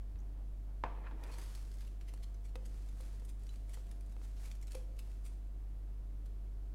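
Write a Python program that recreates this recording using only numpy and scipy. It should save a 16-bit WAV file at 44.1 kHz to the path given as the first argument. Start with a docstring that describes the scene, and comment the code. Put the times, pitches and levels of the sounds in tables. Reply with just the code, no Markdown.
"""A ceramic mug is set down on a desk and slides a little: struck modes, a rattle and grating friction. Then a
sleeve and long hair rustle as someone turns in a chair: chance slips of fibres, with short scratchy scuffs and
dry clicks that ring through folds of cloth; one sharp click at 2.557 s is the bright crack of a desk tap. Light
taps are struck modes of the desk; dull rubs, thin squeaks and a tink come and go. An appliance hums low, as
wavering sines, in the airy small office."""
import sys
import numpy as np
from scipy import signal
from scipy.fft import rfft, irfft, next_fast_len
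from scipy.io import wavfile

SR = 44100
rng = np.random.default_rng(int(sys.argv[2]) if len(sys.argv) > 2 else 0)


def dump_mix(stems):
    """Bounce the given channels to the path in sys.argv[1] as a 16-bit WAV at rate SR."""
    frames = np.atleast_2d(stems).T  # one column per channel
    limited = np.clip(frames, -1, 1)  # hard clip at full scale
    pcm = np.round(limited * 32767).astype(np.int16)
    wavfile.write(sys.argv[1], SR, pcm)


N = 297234
TIME = np.arange(N) / SR  # s
# Table levels are relative: layer trims, random variation and the room still act on them.


def from_db(db):
    """Decibels to gain."""
    return 10 ** (np.asarray(db) / 20)


def rms_one(x):
    """Scale to unit rms."""
    return x / np.sqrt(np.mean(x ** 2) + 1e-20)


def at_hz(points, hz):
    """Read a table on a log-frequency axis."""
    known_hz, values = np.transpose(points)
    return np.interp(np.log(np.maximum(hz, 1)), np.log(known_hz), values)


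def coloured(x, spectrum):
    """Give a steady excitation a spectrum; rms 1."""
    size = next_fast_len(N)
    hz = np.fft.rfftfreq(size, 1 / SR)
    shaped = rfft(x, size) * from_db(at_hz(spectrum, hz))
    return rms_one(irfft(shaped, size)[:N])


def lowpassed(x, order, cutoff_hz):
    """Roll off the treble with a Butterworth filter."""
    return signal.sosfilt(signal.butter(order, cutoff_hz, fs=SR, output="sos"), x)


def drift(rate):
    """Slow chance with spread 1, changing about rate times a second."""
    step = 40  # samples between drawn points
    r = np.exp(-2 * np.pi * rate * step / SR)
    noise = rng.standard_normal(N // step + 2002)
    slow = signal.lfilter([1], [1, -2 * r, r * r], noise)[2000:]  # skip the filter's start
    return np.interp(np.arange(N) / step, np.arange(len(slow)), rms_one(slow))


def slips(per_s, spread_db):
    """Friction: tiny slips at random moments, of uneven size and sign."""
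    born = rng.random(N) < per_s / SR
    sign = rng.choice([-1, 1], N)
    return born * sign * from_db(spread_db * np.minimum(rng.exponential(1, N), 4))


def ring(s, db, hz, t60):
    """Impulses at the times s set one damped mode ringing."""
    impulses = np.full(N, 1e-18)
    impulses[np.round(np.asarray(s) * SR).astype(int)] = from_db(db)
    r = np.exp(-np.log(1000) / (t60 * SR))
    w = 2 * np.pi * hz / SR
    return signal.lfilter([0, np.sin(w)], [1, -2 * r * np.cos(w), r * r], impulses)


def struck(blows, modes):
    """Each blow rings every mode: weight moves the low ones, a soft contact spares the high ones."""
    s, blow_db, weight_db, contact_hz = np.transpose(blows)
    out = 0
    for hz, mode_db, t60 in modes:
        heavy_db = weight_db * (hz < 800)
        soft_db = -10 * np.log10(1 + (hz / contact_hz) ** 4)
        chance_db = rng.standard_normal(len(s))
        out = out + ring(s, blow_db + mode_db + heavy_db + soft_db + chance_db, hz, t60)
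    return out


def swell(t, s, db, length, shape):
    """Gain of one movement that peaks at s: it rises, rounds off and fades."""
    rise, fall, roundness = shape
    age = (t - s) / length
    return from_db(db) * np.exp(-np.abs(age / np.where(age < 0, rise, fall)) ** roundness)


def movements(rows, shape):
    """Gain over time of overlapping movements; their powers add."""
    return np.sqrt(sum(swell(TIME, *row, shape) ** 2 for row in rows))


def resonance(x, hz, q):
    """One resonance with gain 1 on top."""
    return signal.lfilter(*signal.iirpeak(hz, q, fs=SR), x)


def pitched_friction(grains, rows, level_db, shape, q):
    """Friction through two equal resonances in a row, swelling once for each table row."""
    out = 0
    for s, db, length, hz in rows:
        tone = rms_one(resonance(resonance(grains, hz, q), hz, q))
        out = out + swell(TIME, s, level_db + db, length, shape) * tone
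    return out


def bent(x, share):
    """Let the pitch of a sound wander quickly by a small share."""
    return np.interp(np.cumsum(1 + share * drift(25.03)) % N, np.arange(N), x)


# Motor and mains lines: [pitch_hz, rms_db]
MOTOR_LINES = [(47.7, -42.8), (99.9, -61.8)]
# Fainter tones of the appliance casing: [pitch_hz, rms_db]
CASING_TONES = [(29, -63.5), (32.6, -68), (131, -74.5), (167, -76.5), (199, -74.5), (293.6, -76),
                (391.5, -83.5), (586.5, -86), (685, -80)]


def hum(lines, waver_db, waver_turns):
    """Steady tones that waver a little in strength and phase."""
    out = 0
    for hz, line_db in lines:
        phase = 2 * np.pi * (hz * TIME + rng.random() + waver_turns * drift(0.76))
        level = np.sqrt(2) * from_db(line_db + waver_db * drift(1.5))
        out = out + level * np.sin(phase)
    return out


# Spectrum of room air and hiss: [frequency_hz, level_db_per_hz]
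AIR_COLOUR = [(20, 1), (45, -2.5), (70, -6.5), (95, -13), (190, -14.5), (330, -17), (550, -24.5),
              (950, -30), (1500, -35), (3000, -40.5), (6000, -44.3), (11000, -45.5), (16000, -48.5)]


def room_air(level_db):
    """A steady noise bed that falls away toward the treble."""
    return from_db(level_db) * coloured(rng.standard_normal(N), AIR_COLOUR)


# How long the room rings: [frequency_hz, t60_s]
ROOM_DECAY = [(100, 0.78), (500, 0.72), (1500, 0.52), (4000, 0.69), (14000, 0.44)]


def office_echoes(first_s, build_s):
    """Dense reflections that build up after the first wall and die by band; unit energy."""
    t = TIME[:SR // 2]
    tail = 0
    edges_hz = np.geomspace(60, 16000, 9)
    for low, high in zip(edges_hz, edges_hz[1:]):
        band_filter = signal.butter(2, [low, high], "band", fs=SR, output="sos")
        band = signal.sosfilt(band_filter, rng.standard_normal(len(t)))
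        t60 = at_hz(ROOM_DECAY, np.sqrt(low * high))
        tail = tail + band * np.exp(-np.log(1000) * t / t60)
    tail = tail * np.clip((t - first_s) / build_s, 0, 1)
    return tail / np.sqrt(np.sum(tail ** 2))


# A soft low bump: [start_s, level_db, pitch_hz, t60_s]
LOW_BUMP = (0.142, -41, 74, .09)
# Light taps on the desk: [start_s, strength_db, weight_db, contact_hardness_hz]
DESK_TAPS = [(0.158, -16, -8, 7000), (2.139, -4.5, -13, 1790), (2.5565, 1.5, -7.5, 9000),
             (2.5605, -10, 3, 2500), (2.607, -20, 2, 700), (3.004, -9.5, -1.5, 1200),
             (3.221, -12.5, -5, 2000), (3.773, -8.5, -5, 2100), (3.781, -14, -12, 2000),
             (4.166, -7.5, -8, 2010), (4.216, -9, -15, 1700), (4.7474, -3, -10, 2500),
             (4.7508, -15, 8, 6000), (4.7529, -9, 11, 3000)]
# What the taps set ringing: [pitch_hz, level_db, t60_s]
DESK_MODES = [(350, -66, 0.084), (484, -57, .035), (500, -56.5, 0.047), (517, -57, 0.32), (540, -58, 0.035),
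              (742, -56.5, 0.029), (890, -48.5, 0.0098), (1260, -49.5, 0.0078), (2100, -52.5, 0.0093),
              (2580, -55.5, 0.024), (3160, -54, 0.0084), (3750, -54, 0.01), (4100, -54, 0.0049),
              (9050, -47, 0.00088)]


def small_knocks(tap_db):
    """Light taps ring the desk's damped modes; a soft bump rings one low mode."""
    return from_db(tap_db) * struck(DESK_TAPS, DESK_MODES) + ring(*LOW_BUMP)


# Faint thin squeaks: [peak_s, level_db, length_s, pitch_hz]
THIN_SQUEAKS = [(0.19, -74, 0.005, 5900), (0.204, -72, 0.005, 6350)]
# Swell of squeaks, scuffs and chatters: [rise_lengths, fall_lengths, roundness]
CATCH_SHAPE = (0.63, 0.92, 1.75)


def squeaks():
    """Dense slips narrowed by resonance into two faint, thin squeaks."""
    grains = slips(per_s=5500, spread_db=0.0)
    return pitched_friction(grains, THIN_SQUEAKS, 0.0, CATCH_SHAPE, q=6)


# Dull rubs of the arm on the desk: [peak_s, level_db, length_s, pitch_hz]
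ARM_RUBS = [(0.2, -74, 0.048, 754), (0.377, -72, 0.029, 700), (0.692, -72.5, 0.025, 710),
            (1.142, -60.5, 0.017, 278), (1.263, -63, 0.035, 295), (2.618, -74, 0.024, 345),
            (2.667, -62.5, 0.02, 205)]
# Swell of rubs and strokes: [rise_lengths, fall_lengths, roundness (1 pointed, 2 bell)]
DRAG_SHAPE = (1, 1.7, 1.95)


def rubs(level_db):
    """Cloth dragged under the weight of the arm gives a short, muffled murmur of the desk top."""
    grains = slips(per_s=2600, spread_db=2.5)
    return pitched_friction(grains, ARM_RUBS, level_db, DRAG_SHAPE, q=1.02)


# Modes of the mug's wall, rung by its scraping foot: [pitch_hz, width_hz, level_db]
WALL_MODES = [(980, 140, 5), (1343, 56, 4), (1790, 130, 5), (2090, 100, -13), (2430, 93, 0.5),
              (2950, 200, -31), (4400, 440, -38)]


def mug_wall(shift_db, wander):
    """Blunt slips ring the wall; as contact moves, its modes bend in pitch and take turns to lead."""
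    grains = lowpassed(slips(per_s=3000, spread_db=0.5), 2, 4200)
    out = 0
    for hz, width, db in WALL_MODES:
        tone = rms_one(resonance(grains, hz, hz / width))
        out = out + bent(from_db(db + shift_db * drift(8.2)) * tone, wander)
    return rms_one(out)


# Mug meeting the desk, rim first, then settling: [start_s, strength_db, weight_db, contact_hardness_hz]
LANDING_BLOWS = [(0.8383, 0.5, -23, 4600), (0.8405, -6, -19, 3300), (0.8416, -6, -12, 3000),
                 (0.8452, -23, 15, 2400), (0.8492, -23, 22.5, 2500), (0.8545, -19, -2, 2800),
                 (0.889, -13, 8, 220), (0.976, -26.5, 9, 1500)]
# Mug and desk top together: [pitch_hz, level_db, t60_s]
MUG_DESK_MODES = [(138, -45, 0.6), (200.4, -48, 0.21), (272, -53, 0.087), (352, -52, 0.11),
                  (490, -45, 0.08), (514, -46.5, 0.18), (632, -35, 0.054), (693, -43, 0.21),
                  (756, -52, 0.06), (900, -48, 0.11), (940, -39, 0.019), (1020, -23, 0.016),
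                  (1050, -38.5, 0.13), (1090, -40, 0.09), (1158, -51, 0.36), (1220, -41, 0.027),
                  (1310, -48, .09), (1460, -49, 0.02), (1610, -41, 0.14), (1640, -41, 0.042),
                  (2030, -46, .07), (1760, -43, 0.0068), (2100, -41, 0.03), (2430, -59, 0.066),
                  (2740, -60, 0.03), (2960, -59, 0.016), (3870, -66, .025), (4330, -72, .012),
                  (5600, -71, .006)]
# Spectrum of the foot grinding: [frequency_hz, level_db_per_hz]
GRIND_COLOUR = [(110, 2.5), (280, -2), (500, 3.5), (720, -0.5), (930, 5), (1400, -8.5), (2400, -12),
                (3300, -18.5), (6000, -33), (12000, -51)]
# Nudges along the desk, timed at the fastest: [peak_s, level_db, length_s]
MUG_PUSHES = [(0.98, -63.5, 0.046), (1.06, -59, 0.045), (1.235, -61, 0.057), (1.3, -60, 0.09)]
# A push gathers speed and slows: [rise_lengths, fall_lengths, roundness]
NUDGE_SHAPE = (1, 1.33, 1.3)
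# The foot sticking and jerking free: [start_s, level_db, fade_s]
FOOT_JERKS = [(1.111, -58.5, 0.017), (1.385, -56.5, 0.013)]
# The rim of the foot bites and chatters, timed at the hardest: [peak_s, level_db, length_s]
FOOT_CHATTERS = [(0.964, -72, 0.0055), (1.045, -63, 0.02), (1.071, -48.5, 0.012), (1.265, -71, .012),
                 (1.295, -62.5, .012), (1.425, -58, 0.007)]


def mug(knock_db, slide_db, judder_db, wall_db, chatter_db):
    """A dull knock, damped by the hand, then the unglazed foot grates over the desk in fits and starts."""
    # The desk gives a little, which rounds off the top of the knock
    knock = from_db(knock_db) * lowpassed(struck(LANDING_BLOWS, MUG_DESK_MODES), 2, 7000)
    age = TIME - LANDING_BLOWS[0][0]
    # The foot ring grinds as the mug lands, and comes to rest
    landing = from_db(-52) * np.exp(-np.abs(age) / 0.07)
    sliding = np.hypot(landing, movements(MUG_PUSHES, NUDGE_SHAPE))
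    friction = sliding * (age > 0) * from_db(judder_db * drift(27))
    for s, level_db, fade in FOOT_JERKS:
        friction = friction + from_db(level_db) * (TIME > s) * np.exp(-np.abs(TIME - s) / fade)
    grains = slips(per_s=1400, spread_db=1.0)
    grind = from_db(slide_db) * friction * coloured(grains, GRIND_COLOUR)
    chatter = from_db(chatter_db) * movements(FOOT_CHATTERS, CATCH_SHAPE)
    bite = from_db(wall_db) * friction + chatter
    return knock + grind + bite * mug_wall(shift_db=2.5, wander=0.025)


# Spectrum of the rocking foot: [frequency_hz, level_db_per_hz]
ROCKING_COLOUR = [(400, -5), (800, 1), (1200, 1), (1600, 1), (2100, -5), (2600, -5.5), (3200, -24),
                  (6000, -30), (12000, -45)]


def rattle(start_s, level_db, fade_s):
    """Just after it lands the mug rocks on its foot ring: a quickly dying run of tiny hard contacts."""
    age = TIME - start_s
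    fading = (age > 0) * np.exp(-np.abs(age) / fade_s)
    contacts = coloured(slips(per_s=1600, spread_db=2.5), ROCKING_COLOUR)
    return from_db(level_db) * fading * contacts


def fold_ring(burst, hz):
    """Each fold favours a pitch of its own; the desk reflects it after a slightly random lag."""
    fold = from_db(-3) * (burst + resonance(burst, hz, 4.5))
    lag = int(0.0008 * SR * rng.uniform(.75, 1.25))
    return fold + from_db(-5.5) * np.roll(fold, lag)


# A fold of cloth catches and slips: [peak_s, level_db, length_s, treble_over_middle_db, pitch_hz]
CLOTH_SCUFFS = [(1.333, -60.5, 0.029, 1, 4730), (1.42, -62, 0.078, 3, 4100), (1.814, -72, 0.0091, 2, 4300),
                (1.875, -65, 0.011, 1, 2530), (2.088, -65.5, 0.02, -2, 2620),
                (2.235, -58, 0.011, 0.5, 4160), (2.454, -65, 0.017, -1, 7750), (2.49, -72, .016, -1, 4200),
                (2.659, -60.5, 0.01, 2, 7750), (3.294, -63, 0.018, 2.5, 8400),
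                (3.741, -53, 0.0099, 0.5, 8500), (4.122, -65.5, 0.0087, 2, 7000),
                (4.38, -74, 0.017, -5, 4200), (4.456, -57.5, 0.0081, 3, 2100),
                (4.716, -62, 0.018, -2, 8800), (4.993, -56, 0.012, 5, 3200), (5.26, -61, 0.023, 2.5, 8800),
                (6.261, -67.5, 0.011, 3.5, 3950)]
# Dry clicks and crackles, mostly of the cloth; the one at 2.5569 s is the bright crack of a desk tap: [peak_s,
# level_db, length_s, treble_over_middle_db, pitch_hz]
DRY_CLICKS = [(1.2374, -48.5, 0.0034, 0, 3900), (1.3178, -61, 0.0047, -2, 4700),
              (1.3842, -50, 0.006, 6, 2100), (1.4162, -55, 0.0035, -3, 10200),
              (1.5516, -48, 0.0052, 6, 4300), (1.7159, -56.5, 0.0046, 1, 4330),
              (1.7396, -58.5, 0.0061, 4, 7750), (1.7861, -56, 0.0043, 1, 4300),
              (1.808, -53, 0.0034, 1, 4230), (1.82, -58, 0.0035, -3, 4350), (1.8499, -59, 0.0033, -1, 4300),
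              (2.012, -55.5, 0.0051, -5, 2030), (2.1383, -54.5, 0.0047, 0, 8100),
              (2.1758, -61, 0.003, -4, 4500), (2.3449, -63, 0.005, -3, 6000),
              (2.5569, -50.5, 0.0043, 0, 3580), (2.8875, -57.5, 0.0053, 0, 6900),
              (3.0087, -52.5, 0.0035, 2, 8800), (3.1981, -57, 0.0027, 2, 8800),
              (3.2505, -54.5, 0.0046, 6, 8700), (3.2911, -68, 0.005, 5, 8400),
              (3.3941, -67, 0.0035, 6, 10000), (3.4204, -69, 0.0044, 0, 6700),
              (3.435, -58.5, 0.0031, 2, 8200), (3.4683, -59, 0.005, -1, 5900),
              (3.5408, -54.5, 0.0022, -1, 2280), (3.5587, -58, 0.0049, -2, 8300),
              (3.695, -56.5, 0.0049, 4, 9500), (3.868, -64, 0.006, -2, 8500),
              (3.9132, -53, 0.0048, -3.5, 10100), (4.0092, -56.5, 0.0026, 5, 10200),
              (4.0629, -64, 0.0037, 1, 8400), (4.0957, -65, 0.0037, 5, 8000),
              (4.367, -60.5, 0.005, -7, 6000), (4.4595, -55, 0.003, 6, 6500),
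              (4.4814, -60, 0.0034, 0, 3100), (4.5148, -48.5, 0.0027, -2, 6700),
              (4.525, -58, 0.002, 3, 8000), (4.5535, -60, 0.005, 5, 6000), (4.6139, -61, 0.0047, 4, 6700),
              (4.6277, -53.5, 0.0058, 3, 6740), (4.6708, -56, 0.0031, 1, 7100),
              (4.6811, -54, 0.0047, 1, 3100), (4.7198, -51, 0.0017, 5, 5600),
              (4.7321, -57, 0.0017, 2, 9400), (4.7505, -44, 0.0033, -3, 10400),
              (4.9685, -59, 0.0017, -2, 6760), (5.116, -60, 0.0035, 1, 3200)]
# Swell of a click: [rise_lengths, fall_lengths, roundness]
SNAP_SHAPE = (0.23, 0.92, 0.71)
# Middle part of the scuff sound: [frequency_hz, level_db_per_hz]
MIDDLE_COLOUR = [(600, -11), (1300, 0), (2100, 6.5), (3200, 2), (4400, 2), (6000, -2.5), (9000, -37)]
# Treble part of the scuff sound: [frequency_hz, level_db_per_hz]
TREBLE_COLOUR = [(3000, -16), (5000, -8), (7000, 4.5), (9800, 5), (12500, 1), (16000, -9)]


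def scuffs(middle_db, treble_db, click_db, stutter_db):
    """A fold catches and lets go: a stuttering burst of slips; clicks are shorter and start more abruptly."""
    grains = slips(per_s=6000, spread_db=2.2)
    middle = from_db(middle_db) * coloured(grains, MIDDLE_COLOUR)
    treble = from_db(treble_db) * coloured(grains, TREBLE_COLOUR)
    stutter = rms_one(from_db(stutter_db * drift(120)))
    steady = np.full(N, from_db(click_db))
    out = np.zeros(N)
    for rows, shape, grip in (CLOTH_SCUFFS, CATCH_SHAPE, stutter), (DRY_CLICKS, SNAP_SHAPE, steady):
        for s, level_db, length, bright_db, hz in rows:
            near = slice(int((s - .1) * SR), int((s + .2) * SR))
            burst = grip[near] * swell(TIME[near], s, level_db, length, shape)
            ratio = from_db(bright_db)
            blend = (middle[near] + ratio * treble[near]) / np.hypot(1, ratio)
            out[near] += fold_ring(burst * blend, hz)
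    return out


# Strokes of sleeve and hair, timed at the fastest: [peak_s, level_db, length_s]
SLEEVE_STROKES = [(1.29, -68.5, 0.079), (1.52, -64, 0.11), (1.8, -71, 0.082), (2.13, -76.5, 0.12),
                  (2.75, -70, 0.14), (3.03, -66, 0.076), (3.18, -72.5, 0.069), (3.49, -73, 0.1),
                  (3.735, -68, 0.055), (3.89, -74.5, 0.068), (4.1, -78.5, 0.091), (4.245, -69, 0.052),
                  (4.43, -64.5, 0.064), (4.755, -65.5, 0.039), (5.06, -74, 0.12), (5.28, -73, 0.049)]
# Spectrum of brushing fibres: [frequency_hz, level_db_per_hz]
FIBRE_COLOUR = [(200, 2), (500, 5.5), (1000, 3.5), (2000, 0.5), (3000, -1.5), (4500, -0.5), (6500, -1),
                (9500, -2.5), (12500, -8), (16000, -14)]


def brushing(level_db, flutter_db, crackle_db):
    """Thousands of fibres slip past each other under an uneven pressure; now and then one snags."""
    fibres = rms_one(slips(per_s=9800, spread_db=-1.0))
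    snags = from_db(crackle_db) * rms_one(slips(per_s=200, spread_db=2.0))
    pressure = from_db(level_db + flutter_db * drift(24))
    return coloured(fibres + snags, FIBRE_COLOUR) * movements(SLEEVE_STROKES, DRAG_SHAPE) * pressure


# Modes of one tiny metallic tink: [pitch_hz, level_db, t60_s]
METAL_MODES = [(3020, -59, .03), (3540, -60, 0.013), (3970, -59, 0.093), (6150, -62, 0.02),
               (7060, -58, 0.015), (8950, -65, 0.015)]


def tink(start_s):
    """One tiny metallic tink: a single impulse rings a few high damped modes."""
    return sum(ring(start_s, db, hz, t60) for hz, db, t60 in METAL_MODES)


def scene():
    """Mug, taps and cloth share one room, over hum and air; the desk top booms into it, its clicks stay dry."""
    appliance = hum(MOTOR_LINES, waver_db=0.26, waver_turns=0.011)
    appliance = appliance + hum(CASING_TONES, waver_db=2.0, waver_turns=0.032)
    air = room_air(level_db=-57.5)
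    knocks = small_knocks(tap_db=2.0) + rubs(level_db=1.0)
    boom = lowpassed(knocks, 1, 1100)  # the desk top radiates into the room below this
    cup = mug(knock_db=-7.0, slide_db=0.5, judder_db=1.3, wall_db=-9.5, chatter_db=-6.0)
    cup = cup + rattle(start_s=0.8415, level_db=-47.5, fade_s=0.019)
    cloth = scuffs(middle_db=0.0, treble_db=-1.5, click_db=-2.5, stutter_db=2.0)
    cloth = cloth + brushing(level_db=0.17, flutter_db=1.0, crackle_db=-5.5)
    tiny = squeaks() + tink(start_s=3.492)
    to_walls = from_db(-11.5) * cup + from_db(-8.0) * boom
    to_walls = to_walls + from_db(-11.0) * cloth + from_db(-14.0) * tiny
    room = signal.fftconvolve(to_walls, office_echoes(first_s=0.0035, build_s=0.0017))[:N]
    return (cup + knocks + cloth + tiny + room + air + appliance)[None]


def record(dry):
    """The top is cut steeply above 15.9 kHz."""
    return signal.sosfilt(signal.ellip(12, .1, 90, 15900, fs=SR, output="sos"), dry)


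dry = scene()
out = record(dry)
dump_mix(out)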